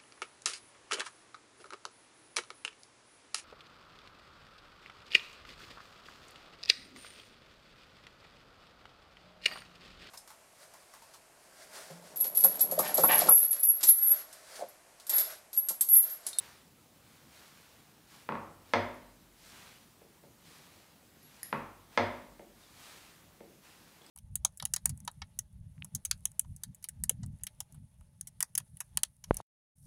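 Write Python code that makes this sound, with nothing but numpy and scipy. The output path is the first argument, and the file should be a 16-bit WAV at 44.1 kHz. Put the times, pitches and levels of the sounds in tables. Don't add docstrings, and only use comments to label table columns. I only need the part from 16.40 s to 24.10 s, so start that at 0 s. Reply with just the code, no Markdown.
import sys
import numpy as np
from scipy import signal
from scipy.io import wavfile
from scipy.ndimage import uniform_filter1d

SR = 44100
rng = np.random.default_rng(int(sys.argv[2]) if len(sys.argv) > 2 else 0)


def master(y):
    cut = np.clip(np.atleast_2d(y).T, -1, 1)
    pcm = np.round(cut * 32767)
    wavfile.write(sys.argv[1], SR, pcm.astype(np.int16))


N = 339570


def gain_of(db):
    return 10 ** (np.asarray(db) / 20)


def evened(x):
    return x / np.sqrt(np.mean(x ** 2) + 1e-20)


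def read(points, hz):
    f, value = np.transpose(points)
    return np.interp(np.log(hz + 1), np.log(f + 1), value)


def add(mix, s, sound):
    part = mix[round(s * SR):][:len(sound)]
    part += sound[:len(part)]


def hump(peak_s, rise_s, fall_s, drop_db):
    t = np.arange(N) / SR - peak_s
    side_s = np.where(t < 0, rise_s, fall_s)
    return gain_of(drop_db * (t / side_s) ** 2)


def noise(colour, patchy_db):
    hz = np.fft.rfftfreq(1024, 1 / SR)
    real, imag, patches = rng.standard_normal((N // 256 + 5, 513, 3)).T
    patches = uniform_filter1d(patches, size=12, axis=0)
    patches = evened(uniform_filter1d(patches, size=10, axis=1))
    level_db = read(colour, hz)[:, None] + patchy_db * patches
    spectra = (real + 1j * imag) * gain_of(level_db)
    return evened(signal.istft(spectra, nperseg=1024, noverlap=768)[1][:N])


def ring(modes, lean_db=0, rise_turns=1e-3):
    longest_s = max(t60 for _, _, t60 in modes)
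    t = np.arange(min(round(longest_s * SR), 3 * SR)) / SR
    hz, db, t60 = np.transpose(modes)[:, :, None]
    sign = (-1.) ** np.arange(len(modes))[:, None]
    swell = 1 - np.exp(-hz * t / rise_turns)
    decay = gain_of(db + lean_db - 60 * t / t60)
    return (sign * swell * decay * np.sin(2 * np.pi * hz * t)).sum(0)


def struck(body, contact_hz):
    r = np.exp(-2 * np.pi * contact_hz / SR)
    dull = signal.lfilter([1], [1, -2 * r, r * r], body)
    thin = signal.sosfilt(signal.butter(2, 170., "highpass", fs=SR, output="sos"), dull)
    return thin / abs(thin).max()


def knocks(blows, board, worktop, boom_db):
    clack, boom = np.zeros((2, N))
    board_ring, worktop_ring = ring(board), ring(worktop, rise_turns=4.7)
    for s, db, contact_hz, weight_db in blows:
        add(clack, s, gain_of(db) * struck(board_ring, contact_hz))
        add(boom, s, gain_of(db + weight_db + boom_db) * worktop_ring)
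    return clack, boom


# (frequency [Hz], relative level [dB per Hz])
AIR_COLOUR = [(12, -53), (20, -35), (93, 2.5), (166, 2), (307, -2), (343, -4), (989, -10.5), (1170, -11),
              (1880, -15), (5720, -17.5), (12100, -18), (14300, -19), (15600, -18.5)]


def still_air():
    return gain_of(-62) * noise(AIR_COLOUR, patchy_db=1.34)


def rumble():
    # (frequency [Hz], relative level [dB per Hz])
    colour = [(25, -33), (42, -4), (55, -3), (90, -17), (200, -70)]
    return gain_of(-92) * noise(colour, patchy_db=4.0)


# (delay [s], relative signed gain [factor])
FIRST_ECHOES = [(.0026, -.6), (.0073, -.4), (.0099, .4), (.014, .3), (.0203, -.85), (.024, -.35),
                (.0287, -.4), (.033, -.35)]
# (frequency [Hz], time to fall by 60 dB [s])
KITCHEN_T60 = [(100, 1), (300, 0.75), (700, 0.63), (1500, 0.57), (3000, 0.55), (5000, 0.4), (8000, 0.28),
               (14000, 0.46)]


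def kitchen(x, echo_db, tail_db, first_s):
    early, pulses = np.zeros(SR // 10), np.zeros(SR)
    for s, gain in FIRST_ECHOES:
        r = np.exp(-2 * np.pi * min(11.0 / s, 9000) / SR)
        add(early, s, gain * (1 - r) * r ** np.arange(200))
    at = np.arange(round(first_s * SR), SR - 20, 20)
    pulses[at + rng.integers(0, 20, len(at))] = rng.choice([-1., 1.], len(at))
    hz, t, spectra = signal.stft(pulses, SR, nperseg=256)
    decay = gain_of(-60 * t / read(KITCHEN_T60, hz)[:, None])
    tail = signal.istft(spectra * decay, SR, nperseg=256)[1]
    tail *= gain_of(tail_db) / np.linalg.norm(tail)
    add(tail, 0, gain_of(echo_db) * early)
    return x + signal.fftconvolve(x, tail)[:N]


# (frequency [Hz], relative level [dB per Hz])
FIBRES = [(2000, -15), (4000, -2.5), (6000, -4.5), (9000, -7.5), (12000, -10.5), (15600, -24)]
# (frequency [Hz], relative level [dB per Hz])
SLEEVE_FOLDS = [(200, -7), (500, -3), (1000, 1), (2500, -0.5), (4000, -4.5), (7000, -14)]
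# (peak time [s], rustle level [dB], rise [s], fall [s], extra level of the folds [dB])
ARM_SWINGS = [(0, -61.5, .1, 0.24, 1.5), (.73, -70.5, 0.13, 0.24, 0.5), (.98, -63.5, .12, 0.27, -0.5),
              (1.2, -68.5, .15, 0.41, 0), (1.74, -62.5, 0.076, 0.17, -1.5), (2.3, -70.5, 0.068, 0.47, 3),
              (3.08, -61, 0.12, .15, -5), (3.2, -62, 0.14, 0.28, 0.5), (4.11, -62.5, 0.1, .22, -2.5),
              (4.33, -69, 0.24, 0.31, 0), (4.84, -77, 0.059, 0.18, 0), (5.02, -65.5, 0.25, 0.25, -2.5),
              (5.55, -69.5, 0.056, 0.38, 5), (6.235, -65.5, .1, .15, -5.5), (6.46, -59, 0.15, 0.32, -2),
              (6.75, -72, .15, .2, 0), (7.25, -65.5, .025, 0.21, -1), (7.45, -69.5, .15, .3, -1),
              (7.7, -71, 0.2, .1, 0.5)]
SWING_DROP_DB, RESTING_DB = -14, -81


def rustle():
    fine, full = np.full((2, N), gain_of(2 * RESTING_DB))
    for s, db, rise_s, fall_s, full_db in ARM_SWINGS:
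        power = (gain_of(db) * hump(s, rise_s, fall_s, SWING_DROP_DB)) ** 2
        fine = fine + power
        full = full + power * gain_of(2 * full_db)
    grain_db = evened(uniform_filter1d(rng.standard_normal(N), size=90))
    fibres = np.sqrt(fine) * noise(FIBRES, patchy_db=1.0)
    folds = np.sqrt(full) * gain_of(4.5) * noise(SLEEVE_FOLDS, patchy_db=1.0)
    return (fibres + folds) * gain_of(grain_db)


def squeak():
    start_s, start_db, start_hz = 6.229, -61, 3740
    rise_s, t60_s, sag_hz_per_s = .004, .22, 7500
    t, out = np.arange(SR // 10) / SR, np.zeros(N)
    level = np.minimum(t / rise_s, 1) ** 2 * gain_of(start_db - 60 * t / t60_s)
    turns = np.cumsum(start_hz - sag_hz_per_s * t) / SR
    add(out, start_s, level * np.sin(2 * np.pi * turns))
    return out


# (frequency [Hz], relative level [dB], time to fall by 60 dB [s])
THUMP_RINGS = [(220, -4, 0.044), (338, 0, 0.052), (448, -0.5, 0.035), (559, -6, 0.096), (726, 3.5, 0.02),
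               (908, -1, 0.032), (2100, 17.5, 0.0043), (3300, 12, 0.006)]
# (time [s], peak level [dB], contact cut-off [Hz], pitch that this thump favours [Hz])
SOFT_THUMPS = [(3.616, -48.5, 700, 460), (3.836, -50, 800, 604), (5.995, -41, 910, 600),
               (7.0062, -41, 795, 480), (7.613, -51.5, 1000, 1200)]
# (time [s], pitch [Hz], level [dB], time to fall by 60 dB [s])
RIM_TICKS = [(7.286, 4200, -62, .012), (7.308, 2700, -58, 0.045), (7.618, 3400, -51, 0.018),
             (7.646, 3370, -55, .02), (7.665, 5040, -47, .008), (7.665, 8100, -45, 0.0045)]


def thumps_and_ticks():
    favour_db, favour_octaves = 5, .35
    out, hz = np.zeros(N), np.transpose(THUMP_RINGS)[0][:, None]
    for s, db, contact_hz, favoured_hz in SOFT_THUMPS:
        lean_db = favour_db * np.exp(-(np.log2(hz / favoured_hz) / favour_octaves) ** 2)
        add(out, s, gain_of(db) * struck(ring(THUMP_RINGS, lean_db), contact_hz))
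    for s, *mode in RIM_TICKS:
        add(out, s, ring([mode]))
    return out


# (frequency [Hz], relative level [dB], time to fall by 60 dB [s])
CUTTER_RINGS = [(1860, -4.5, 0.017), (4520, -17, .012), (5020, -8, 0.023), (5500, -16, .02),
                (5800, -14, 0.015), (7000, -8, 0.014), (9080, -3.5, 0.022), (10640, 2.5, 0.011),
                (11250, -2.5, 0.031), (11330, -18, 0.25), (11700, -12, .015), (12800, -2, 0.018),
                (13120, -8, .012), (13950, -14, .012)]
# (time [s], blow level [dB], level added to the rings that the fingers damp [dB])
CUTTER_CHINKS = [(2.545, -62, 2), (4.829, -41, -17), (5.0309, -33, 0)]


def chinks():
    out = np.zeros(N)
    damped = np.array([[t60 < .08] for _, _, t60 in CUTTER_RINGS])
    for s, db, damped_db in CUTTER_CHINKS:
        add(out, s, gain_of(db) * ring(CUTTER_RINGS, damped * damped_db))
    return out


# (frequency [Hz], relative level [dB], time to fall by 60 dB [s])
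BOARD_UNDER_DOUGH = [(560, 1.5, 0.0043), (880, 0, 0.013), (1084, -1, 0.016), (1334, -3, 0.018),
                     (1830, 3, 0.0049), (2550, 2, 0.005), (3370, 1, 0.003), (4840, 0, 0.0018)]
# (frequency [Hz], relative level [dB], time to fall by 60 dB [s])
WORKTOP_UNDER_DOUGH = [(46.8, -13, 1), (95, -13.5, 0.97), (143.8, 2.5, 0.28), (190.5, -5, 0.26),
                       (220.4, 2, 0.33), (244.4, -2, 0.45), (309.5, -7, 0.55), (406, -6, 0.35),
                       (495, -6, 0.47), (552, -1.5, 0.35), (682, -6, 0.35), (900, -24, 0.29),
                       (906, -12, 0.3)]
# (time [s], peak level of the clack [dB],
# contact cut-off [Hz], higher when harder, relative weight into the worktop [dB])
DOUGH_LANDINGS = [(1.8873, -43, 700, -9), (1.8895, -22, 1520, 1), (1.922, -26, 1370, -1.5),
                  (1.953, -25, 960, -7.5), (5.1262, -45, 695, 1), (5.1274, -19, 1960, 0)]


def landings():
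    return knocks(DOUGH_LANDINGS, BOARD_UNDER_DOUGH, WORKTOP_UNDER_DOUGH, boom_db=-19.0)


# (frequency [Hz], relative level [dB], time to fall by 60 dB [s])
BARE_BOARD = [(606, 0, 0.012), (980, 4.5, 0.0086), (1320, 6, 0.0055), (1655, 3.5, 0.0084),
              (2134, 5.5, 0.0074), (2546, 1.5, 0.0055), (3507, 3.5, 0.0047), (4260, -9.5, 0.027),
              (4860, 1, 0.007), (6210, 1.5, 0.0044), (8240, 0.5, 0.0016), (11500, -22, .004)]
# (frequency [Hz], relative level [dB], time to fall by 60 dB [s])
BARE_WORKTOP = [(43, -31, 6.3), (44, -15, 0.94), (48.4, -20, 1.5), (53.5, -23, 1), (97.3, 3.5, 0.45),
                (104, 0, 0.31), (167.4, -10.5, 0.43), (233.5, 6, 0.34), (246, -3.5, 0.76),
                (299.7, -14, 0.87), (355, -0.5, 0.47), (462.3, 3.5, 0.34), (557, 1.5, 0.54), (607, 4, 0.51),
                (705, 1, 0.53), (862.5, -10, 0.69), (936, -3.5, 0.6), (1025, -7, 0.53)]
# (time [s], peak level of the clack [dB],
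# contact cut-off [Hz], relative weight into the worktop [dB])
BOARD_STAMPS = [(2.336, -9.5, 2500, -3), (5.5753, -9.5, 2480, -3)]


def stamps():
    return knocks(BOARD_STAMPS, BARE_BOARD, BARE_WORKTOP, boom_db=-22.5)


def scene():
    landing, landing_boom = landings()
    stamp, stamp_boom = stamps()
    background = still_air() + rumble() + rustle() + squeak()
    hits = kitchen(thumps_and_ticks(), echo_db=-8, tail_db=-2.5, first_s=0.00601)
    hits += kitchen(chinks(), echo_db=-29, tail_db=-5.0, first_s=0.0073)
    hits += kitchen(landing, echo_db=-4.5, tail_db=-1.5, first_s=0.0043)
    hits += kitchen(stamp, echo_db=2.0, tail_db=-0.5, first_s=.005)
    return (background + hits + landing_boom + stamp_boom)[None]


def record(dry):
    edge_hz = 15680
    thin = signal.sosfilt(signal.butter(5, 36., "highpass", fs=SR, output="sos"), dry)
    band_limit = signal.firwin(511, edge_hz, window=("kaiser", 9), fs=SR)
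    return signal.oaconvolve(thin, band_limit[None], "same")


dry = scene()
out = record(dry)
master(out)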